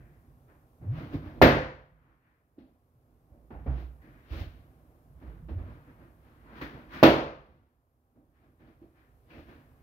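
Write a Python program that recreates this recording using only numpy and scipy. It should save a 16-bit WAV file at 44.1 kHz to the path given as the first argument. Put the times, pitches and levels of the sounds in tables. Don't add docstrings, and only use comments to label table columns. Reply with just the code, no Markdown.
import sys
import numpy as np
from scipy import signal
from scipy.fft import rfft, irfft
from scipy.io import wavfile
from scipy.ndimage import uniform_filter1d

SR = 44100
rng = np.random.default_rng(int(sys.argv[2]) if len(sys.argv) > 2 else 0)


def store_pcm(level_fs):
    pcm = np.round(np.clip(level_fs, -1, 1) * 32767).astype(np.int16)
    wavfile.write(sys.argv[1], SR, np.atleast_2d(pcm).T)


N = 433062
CEILING_S = .0062

# (t/s, level/dB of the bang round the bed, f/Hz of its pitch, room level/dB,
# room tilt/dB per octave, room bass/dB, snap near 2 kHz/dB)
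BURSTS = [(1.4158, 3.5, 682.3, -0.5, 2, 2, 4), (7.0283, 1.5, 535, -0.5, 1.5, -4.5, -2.5)]
# (delay t/s, level/dB)
CEILING_BOUNCES = [(.0068, -7), (.0078, -8)]
BANG_CYCLES = 0.4
CEILING_RISE_S = .0009
ROUND_BED = 0.32
CEILING_DB = 4.5


def bursts():
    out = np.zeros((2, N))
    t = np.arange(SR) / SR
    clear = 1 / (1 + np.exp(np.maximum((CEILING_S - t) / CEILING_RISE_S, -50)))
    round_bed = ROUND_BED * np.minimum(2 * t / CEILING_S, 1) ** 2
    arrival = clear + (1 - clear) * round_bed
    for spot, (s, db, hz, room_db, tilt_db, bass_db, snap_db) in enumerate(BURSTS):
        swell = hz * t / BANG_CYCLES
        envelope = undb(db) * swell * np.exp(1 - swell)
        bang = envelope * np.sin(2 * np.pi * hz * t) * np.ones((2, 1))
        add(out, bang, s)
        bounce_s, bounce_db = CEILING_BOUNCES[spot]
        add(out, undb(bounce_db) * bang, s + bounce_s)
        walls = echo(tilt_db, bass_db, snap_db, early_db=CEILING_DB) + standing(spot)
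        add(out, undb(room_db) * arrival * walls, s)
    return out


# (f/Hz, level/dB per Hz)
ROOM_COLOUR = [(25, -28), (40, -9.5), (65, -9.5), (110, -8), (190, -5), (270, 1.5), (600, -7.5),
               (1130, -12.5), (1900, -17.5), (4270, -31.5), (6300, -47), (8200, -63.5), (12500, -48),
               (15700, -48.5)]
# (f/Hz, 60 dB decay t/s)
ROOM_T60 = [(60, 1), (150, 0.57), (300, 0.46), (600, 0.61), (1500, 0.6), (4000, 0.5), (8000, 0.52),
            (13000, 0.28)]
CEILING_FADE_S = 0.0049


def echo(tilt_db, bass_db=0, snap_db=0, damp=1, early_db=0, snap_hz=1800):
    t = np.arange(SR) / SR
    hz = np.fft.rfftfreq(SR, 1 / SR) + 1
    colour_db = on_hz(ROOM_COLOUR, SR) + tilt_db * np.log2(hz / 500)
    colour_db = colour_db + bass_db / (1 + (hz / 200) ** 4)
    colour_db = colour_db + snap_db * np.exp(-(np.log2(hz / snap_hz) / 0.39) ** 2)
    noise = rfft(pair(undb(colour_db), SR))
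    early_db = early_db * np.exp(-np.maximum(t - CEILING_S, 0) / CEILING_FADE_S)
    t60 = on_hz(ROOM_T60, SR) / damp
    tail = 0
    for centre in 30 * 2 ** np.arange(0, 9.5, .5):
        band = np.clip(1 - 2 * np.abs(np.log2(hz / centre)), 0, 1)
        fade_db = -60 * t / t60[int(centre)] + early_db * min(centre / 6000, 1)
        tail = tail + irfft(noise * band, SR) * undb(fade_db)
    return tail * (1 - t)


MODE_HZ = [62.5, 92, 141, 254, 275, 326, 381, 421, 460, 517, 569, 609, 645, 683, 712, 834, 897, 968, 1072]
MODE_T60_S = [.7, .5, .6, .36, .35, .4, .3, .4, .27, .6, .55, .38, .45, .5, .5, .45, .45, .45, .52]
# (level/dB from the first spot, level/dB from the second)
MODE_RING = [(-10, -18), (-8, -21), (-5, -10), (-1, -7), (-6, -7), (-4, 2), (-7.5, -7), (-13.5, -8),
             (-8.5, -10), (-5, -6.5), (-8, -7), (-6.5, -8), (-10.5, -9.5), (-12.5, -22.5), (-11, -19),
             (-13.5, -14.5), (-14.5, -25), (-13.5, -20.5), (-19, -17)]
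MODES_DB = -1
MODE_SPLIT = 0.033


def standing(spot):
    t = np.arange(SR) / SR
    ring = 0
    chance = rng.random((len(MODE_HZ), 3))
    for hz, t60, row, (a, b, c) in zip(MODE_HZ, MODE_T60_S, MODE_RING, chance):
        twin_hz = hz * (1 + MODE_SPLIT * (2 * c - 1))
        wave = np.sin(2 * np.pi * (hz * t + a))
        twin = 0.1 * np.sin(2 * np.pi * (twin_hz * t + b))
        ring = ring + undb(row[spot] - 60 * t / t60) * (wave + twin)
    rise = np.sin(np.pi / 2 * np.minimum(t / CEILING_S, 1)) ** 2
    return ports(undb(MODES_DB) * ring * rise) * (1 - t)


# (t/s, peak level/dB of the near sound, starting f/Hz,
# glide ratio, rise t/s, 60 dB decay t/s)
THUMPS = [(0.815, -38.5, 130, 0.89, .01, .15), (.851, -25, 79.1, 1.98, .047, .24),
          (0.991, -41, 69.68, 2.6, .018, .25), (1.136, -30, 142.9, 1.16, .012, .15),
          (1.138, -27.5, 300.4, 0.74, .006, .064), (1.148, -30.5, 109.4, 0.53, .01, .15),
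          (1.255, -40.5, 308.8, 1.01, .015, .12), (1.26, -38, 89.4, 0.59, 0.011, .13),
          (2.58, -33, 301, 1.31, .0062, 0.03), (2.608, -45, 252.7, 1.07, 0.0052, 0.19),
          (2.95, -51.5, 130.1, .98, .0089, 0.12), (3.314, -43, 69.7, 1.01, 0.0048, 0.13),
          (3.508, -41, 90, 0.77, 0.0078, 0.11), (3.55, -34, 65.8, 0.71, 0.017, 0.093),
          (3.603, -38, 68.3, 0.87, .006, 0.14), (3.66, -21, 70, 0.88, .045, 0.21),
          (3.671, -30.5, 136.4, .95, 0.017, 0.22), (3.798, -44, 66.1, 1.16, .017, 0.12),
          (4.307, -26.5, 62.04, 1.44, .0055, 0.19), (4.346, -33.5, 65.8, 1.12, 0.013, 0.17),
          (4.4, -29, 78.7, 1.6, .014, 0.087), (4.456, -34, 62, 0.65, 0.014, 0.073),
          (5.13, -46, 60.85, 1.27, .014, 0.48), (5.247, -40, 75.4, .58, 0.022, 0.28),
          (5.48, -40.5, 63.3, 0.72, 0.054, .6), (5.5, -27.5, 71.8, 0.92, .02, .2),
          (5.552, -24.5, 88, 0.81, 0.01, 0.15), (5.62, -38.5, 74.4, 1.57, .014, 0.41),
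          (6.612, -39, 139.5, 1, .008, .137), (6.615, -37.5, 299.2, 1.15, .008, 0.2),
          (8.154, -54, 265, 0.74, 0.007, 0.12), (8.814, -41, 305.6, 1.7, 0.0061, 0.091),
          (9.37, -52, 71, 1.02, .02, .25)]
THUMP_ROOM_DB = -8.5


def thumps():
    near = np.zeros((1, N))
    t = np.arange(SR // 2) / SR
    for s, db, hz, glide, rise, t60 in THUMPS:
        shape = (1 - np.exp(-(t / rise) ** 2)) * undb(-60 * t / t60)
        pitch = hz * glide ** np.minimum(t / .1, 1)
        note = shape / shape.max() * np.sin(2 * np.pi * np.cumsum(pitch) / SR)
        add(near, undb(db) * note[None], s)
    walls = echo(0) + standing(0)
    walls = walls / np.abs(rfft(walls))[:, 50:400].mean()
    wet = signal.fftconvolve(near, walls, axes=1)[:, :N]
    return ports(near[0]) + undb(THUMP_ROOM_DB) * wet


# (t/s, level/dB, tilt/dB per octave, body f/Hz, body level/dB)
SLAPS = [(.481, -67, -2, 1480, 12), (.818, -69, -3, 700, 11), (1.134, -48.5, -3.5, 1200, 4.5),
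         (2.585, -59, 3, 4070, 3), (3.506, -43, -3.5, 790, 11), (3.662, -37, -5, 730, 11),
         (3.759, -58, -1.5, 3520, 5), (4.019, -66, 9, 1740, 22), (4.33, -56.5, 2, 3440, 7.5),
         (5.217, -52.5, -6, 1510, 6), (5.486, -49.5, -0.5, 1500, 4), (6.614, -45.5, 4.5, 1760, 6),
         (8.155, -51.5, -5, 700, -18), (8.813, -55, -5, 691, 1.5), (9.305, -59.5, 5.5, 2540, 21.5),
         (9.491, -60, 0, 2660, 10.5)]
SLAP_DAMP = 1
SLAP_RISE_S = .002


def slaps():
    out = np.zeros((2, N))
    rise = 1 - np.exp(-(np.arange(SR) / SR / SLAP_RISE_S) ** 2)
    for s, db, tilt_db, body_hz, body_db in SLAPS:
        walls = echo(tilt_db, 0, body_db, SLAP_DAMP, snap_hz=body_hz)
        add(out, undb(db) * rise * walls, s - SLAP_RISE_S)
    return out


# (t/s, level/dB)
FLOOR = [(0, -56), (.3, -61), (0.761, -74), (.84, -46), (1.39, -53.5), (1.95, -53), (2.12, -58.5),
         (2.2, -68), (2.55, -68), (2.92, -73.5), (3.26, -67.5), (3.6, -55.5), (3.72, -38), (3.9, -63),
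         (4.08, -60), (4.28, -69.5), (4.4, -44), (4.551, -61.5), (5.0, -67), (5.302, -51.5), (5.55, -42.5),
         (5.85, -59), (6.299, -64.5), (7.0, -58.5), (7.62, -51), (7.68, -76), (8.16, -78.5), (8.65, -63.5),
         (9.2, -72.5), (9.46, -65), (9.82, -71)]
# (f/Hz, width/Hz, level/dB)
RUMBLE = [(60, 30, 2.5), (95, 23, -4), (142, 65, -2)]
# (f/Hz, width/Hz, level/dB)
KNOCK = [(247, 88, 2), (315, 96, 2.5), (475, 67, -6.5), (606, 390, -7.5)]
# (f/Hz, level/dB per Hz)
RUSTLE = [(400, -27), (700, -7), (1000, 2.5), (1500, 0), (2500, -10), (4400, -21), (6200, -32),
          (8000, -45.5), (13000, -33.5), (15700, -31.5)]
# (f/Hz, width/Hz, level/dB)
RUBBER = [(1679.4, 840, 1), (2370, 360, -7)]
RUSTLE_GRAIN_DB = 0.5
SHAKE_DB = -3
BRIGHT_AT_HZ = 2400


def shuffle():
    knock, rustle, bright, rub = moves()
    floor_db = np.interp(np.arange(N) / SR, *np.transpose(FLOOR))
    rumble = np.hypot(undb(floor_db), undb(SHAKE_DB) * knock)
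    grain_db = RUSTLE_GRAIN_DB * np.repeat(rng.exponential(size=N // 128 + 1), 128)[:N]
    grain = uniform_filter1d(unit(undb(grain_db)), size=64)
    cloth = pair(undb(on_hz(RUSTLE, N)), N) * grain
    low_pass = 1 + (np.fft.rfftfreq(N, 1 / SR) / BRIGHT_AT_HZ) ** 4
    dull = irfft(rfft(cloth) / low_pass, N)
    cloth = rustle * dull + bright * (cloth - dull)
    rubber = .5 * rub * grain * pair(humps(RUBBER), N)
    return rumble * pair(humps(RUMBLE), N) + knock * pair(humps(KNOCK), N) + cloth + rubber


# (peak t/s, swell t/s, fade t/s, knocking level/dB,
# rustle level/dB, its brightness/dB on top, its rubber ring/dB on top before shuffle() halves the ring)
MOVES = [(.005, 0.044, 0.36, -62.5, -77, 0, 14), (.5, .03, 0.18, -64, -66.5, -20, 0.5),
         (.824, 0.02, 0.43, -52, -67.5, -10, -2), (.99, 0.097, 0.25, -44.5, -50.5, 2, -5),
         (1.144, 0.047, 0.088, -39.5, -53.5, 9, -4), (1.273, 0.14, 0.16, -46.5, -55.5, 1.5, -4),
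         (1.385, 0.11, 0.044, -47, -68, 9, 5), (2.12, 0.44, 0.13, -61.5, -60, -8.5, -5),
         (2.28, .2, 0.24, -66, -66, -5.5, 7), (2.581, 0.021, 0.24, -50.5, -74, 1, -4.5),
         (3.1, .2, .25, -66.5, -85, -2, -3.5), (3.34, 0.079, 0.24, -56.5, -81.5, -3.5, -4.5),
         (3.508, 0.0043, 0.21, -47.5, -54.5, -19, -6), (3.668, 0.0087, 0.24, -45, -52, -11.5, -12),
         (3.8, 0.17, .12, -53.5, -60.5, 8.5, -11.5), (4.05, 0.056, 0.51, -60, -67, 0, 4.5),
         (4.2, 0.28, 0.23, -72.5, -73.5, 1.5, 9.5), (4.33, 0.043, 0.26, -48.5, -54.5, 11, -18.5),
         (4.41, 0.14, 0.082, -43, -62, 21, 4), (4.55, 0.13, 0.53, -63, -73.5, 0.5, -2),
         (4.95, .4, 0.23, -68.5, -82.5, -5, -8), (5.225, 0.024, 0.089, -53.5, -63.5, -3, -1),
         (5.28, 0.13, 0.25, -54.5, -61.5, -4, -15), (5.495, 0.01, 0.11, -44.5, -63, 2, -6),
         (5.59, 0.028, 0.18, -48.5, -61, -2.5, -1), (5.7, 0.12, 0.27, -53.5, -59.5, -3, -8),
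         (5.9, 0.1, 0.13, -57, -64.5, -4.5, 2.5), (6.02, .1, 0.21, -56.5, -63, -6, -7),
         (6.28, 0.14, .35, -64.5, -67, 0.5, -8.5), (6.53, 0.18, 0.43, -54.5, -56.5, -6, -5.5),
         (6.58, 0.057, 0.24, -51.5, -52.5, 3, 0), (6.615, 0.0054, .11, -41.5, -45, 4.5, 6.5),
         (6.75, 0.12, 0.27, -49, -55.5, -0.5, -7), (6.95, 0.055, 0.24, -47.5, -45.5, 5, 3.5),
         (7.489, .2, 0.33, -55.5, -62.5, 1, -7), (8.17, 0.028, .25, -56.5, -91, -1, -3.5),
         (8.37, 0.059, .15, -80.5, -70, 1.5, 5), (8.44, .07, 0.19, -58, -68, 0.5, -0.5),
         (8.61, .03, 0.22, -54.5, -65.5, 2.5, 5), (8.68, .05, 0.15, -55, -65, 3, 1.5),
         (8.83, .05, 0.11, -54, -73, 7, -2), (8.99, .1, 0.22, -70, -69.5, 3, 7),
         (9.31, 0.031, 0.26, -64.5, -62, 6.5, 3), (9.391, 0.13, 0.091, -48, -63, 10, 2),
         (9.499, 0.063, 0.23, -53.5, -61.5, 3.5, 2), (9.8, .4, .2, -72.5, -75, 0, -3)]
MOVE_EDGE_DB = 20.5
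MOVE_ROUND = 1.3
KNOCK_QUICK = 1.2


def moves():
    t = np.arange(0, N, 64)[:, None] / SR
    s, swell, fade, knock_db, rustle_db, bright_db, rub_db = np.transpose(MOVES)
    away = np.maximum((s - t) / swell, (t - s) / fade)
    down_db = -MOVE_EDGE_DB * away ** MOVE_ROUND
    layers = [knock_db + KNOCK_QUICK * down_db]
    layers += [rustle_db + more + down_db for more in (0, bright_db, rub_db)]
    gains = [np.sqrt(np.sum(undb(2 * db), axis=1)) for db in layers]
    return [np.interp(np.arange(N) / SR, t[:, 0], gain) for gain in gains]


# (f/Hz, level/dB per Hz)
QUIET = [(25, -13), (53, 1), (124, -2.5), (206, -19), (245, -12), (600, -17), (775, -18), (880, -21.5),
         (1075, -20.5), (1350, -26), (2000, -35), (6000, -52.5), (8000, -73)]
# (f/Hz, width/Hz, level/dB)
HUM = [(248, 23, 0), (776, 6, -6), (1075, 12, -11)]
QUIET_DB, HUM_DB = -62, -74


def quiet():
    room_tone = undb(QUIET_DB) * pair(undb(on_hz(QUIET, N)), N)
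    return room_tone + undb(HUM_DB) * pair(humps(HUM), N)


def undb(db):
    return 10 ** (np.asarray(db) / 20)


def on_hz(table, size):
    hz, value = np.transpose(table)
    return np.interp(np.log(np.fft.rfftfreq(size, 1 / SR) + 1), np.log(hz), value)


def unit(x):
    return x / np.sqrt(np.mean(x ** 2))


def humps(table):
    hz = np.fft.rfftfreq(N, 1 / SR)
    return np.sqrt(sum(undb(2 * db) / (1 + (2 * (hz - f) / w) ** 2) ** 2 for f, w, db in table))


def add(out, x, s):
    i = round(s * SR)
    out[:, i:i + x.shape[1]] += x[:, :N - i]


# (f/Hz, share of power common to both)
ALIKE = [(50, 1), (300, .93), (600, 0.97), (1200, 0.26), (3000, 0.13), (12000, 0.15)]


def pair(gain, size, alike=1):
    share = np.clip(alike * on_hz(ALIKE, size), 0, 1)
    common, left, right = rfft(rng.standard_normal((3, size)))
    own = np.sqrt(1 - share) * np.array([left, right])
    shared = np.sqrt(share) * np.array([common, common * lag(size)])
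    return unit(irfft(gain * (shared + own), size))


def ports(x):
    return np.array([x, irfft(rfft(x) * lag(len(x)), len(x))])


# (f/Hz, lead t/s)
LEFT_LEAD = [(300, .00014), (700, .00019), (1300, .00036), (15000, .00033)]


def lag(size):
    return np.exp(-2j * np.pi * np.fft.rfftfreq(size, 1 / SR) * on_hz(LEFT_LEAD, size))


def scene():
    return bursts() + thumps() + slaps() + shuffle() + quiet()


DUCK_FROM_DB, DUCK_MOST_DB = -20, 10.5
DUCK_ATTACK_S, DUCK_HOLD_S, DUCK_BACK_DB_S = 0.0071, .65, 6.5


def gain_control(x):
    step = SR // 500
    peaks = np.abs(x[:, :N // step * step]).max(axis=0).reshape(-1, step).max(axis=1)
    loud_db = 20 * np.log10(peaks + 1e-9)
    duck_db, now, wait = np.zeros(len(loud_db)), 0., 0.
    for i, db in enumerate(loud_db):
        want = np.clip(db - DUCK_FROM_DB, 0, DUCK_MOST_DB)
        if want > now:
            now += (want - now) * min(step / SR / DUCK_ATTACK_S, 1)
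            wait = DUCK_HOLD_S
        elif wait > 0:
            wait -= step / SR
        else:
            now = max(now - DUCK_BACK_DB_S * step / SR, 0)
        duck_db[i] = now
    return x * undb(-np.interp(np.arange(N), step * (1 + np.arange(len(duck_db))), duck_db))


# (f/Hz, left minus right level/dB)
BALANCE = [(60, -6), (110, 0.5), (200, -1.5), (380, -3.5), (700, -1.5), (1290, 0), (2380, 7), (4400, 8.5),
           (8120, 4), (13000, 7.5)]
# (f/Hz, level/dB per Hz)
HISS = [(2000, -13.5), (5000, -9), (8000, -9), (10000, -5.5), (13000, 0), (15700, -8)]
HISS_DB, HISS_ALIKE = -79, 0.25
OVERLOAD = 1.2
LOW_HZ, TOP_HZ = 37, 15750


def record(dry):
    half_db = on_hz(BALANCE, N) / 2
    coloured = irfft(rfft(dry) * undb([half_db, -half_db]), N)
    hiss = undb(HISS_DB) * pair(undb(on_hz(HISS, N)), N, HISS_ALIKE)
    x = gain_control(coloured + hiss)
    x = x / (1 + (x / OVERLOAD) ** 4) ** .25
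    x = signal.sosfilt(signal.butter(4, LOW_HZ, "high", fs=SR, output="sos"), x)
    return signal.sosfilt(signal.ellip(10, .2, 70, TOP_HZ, fs=SR, output="sos"), x)


dry = scene()
out = record(dry)
store_pcm(out)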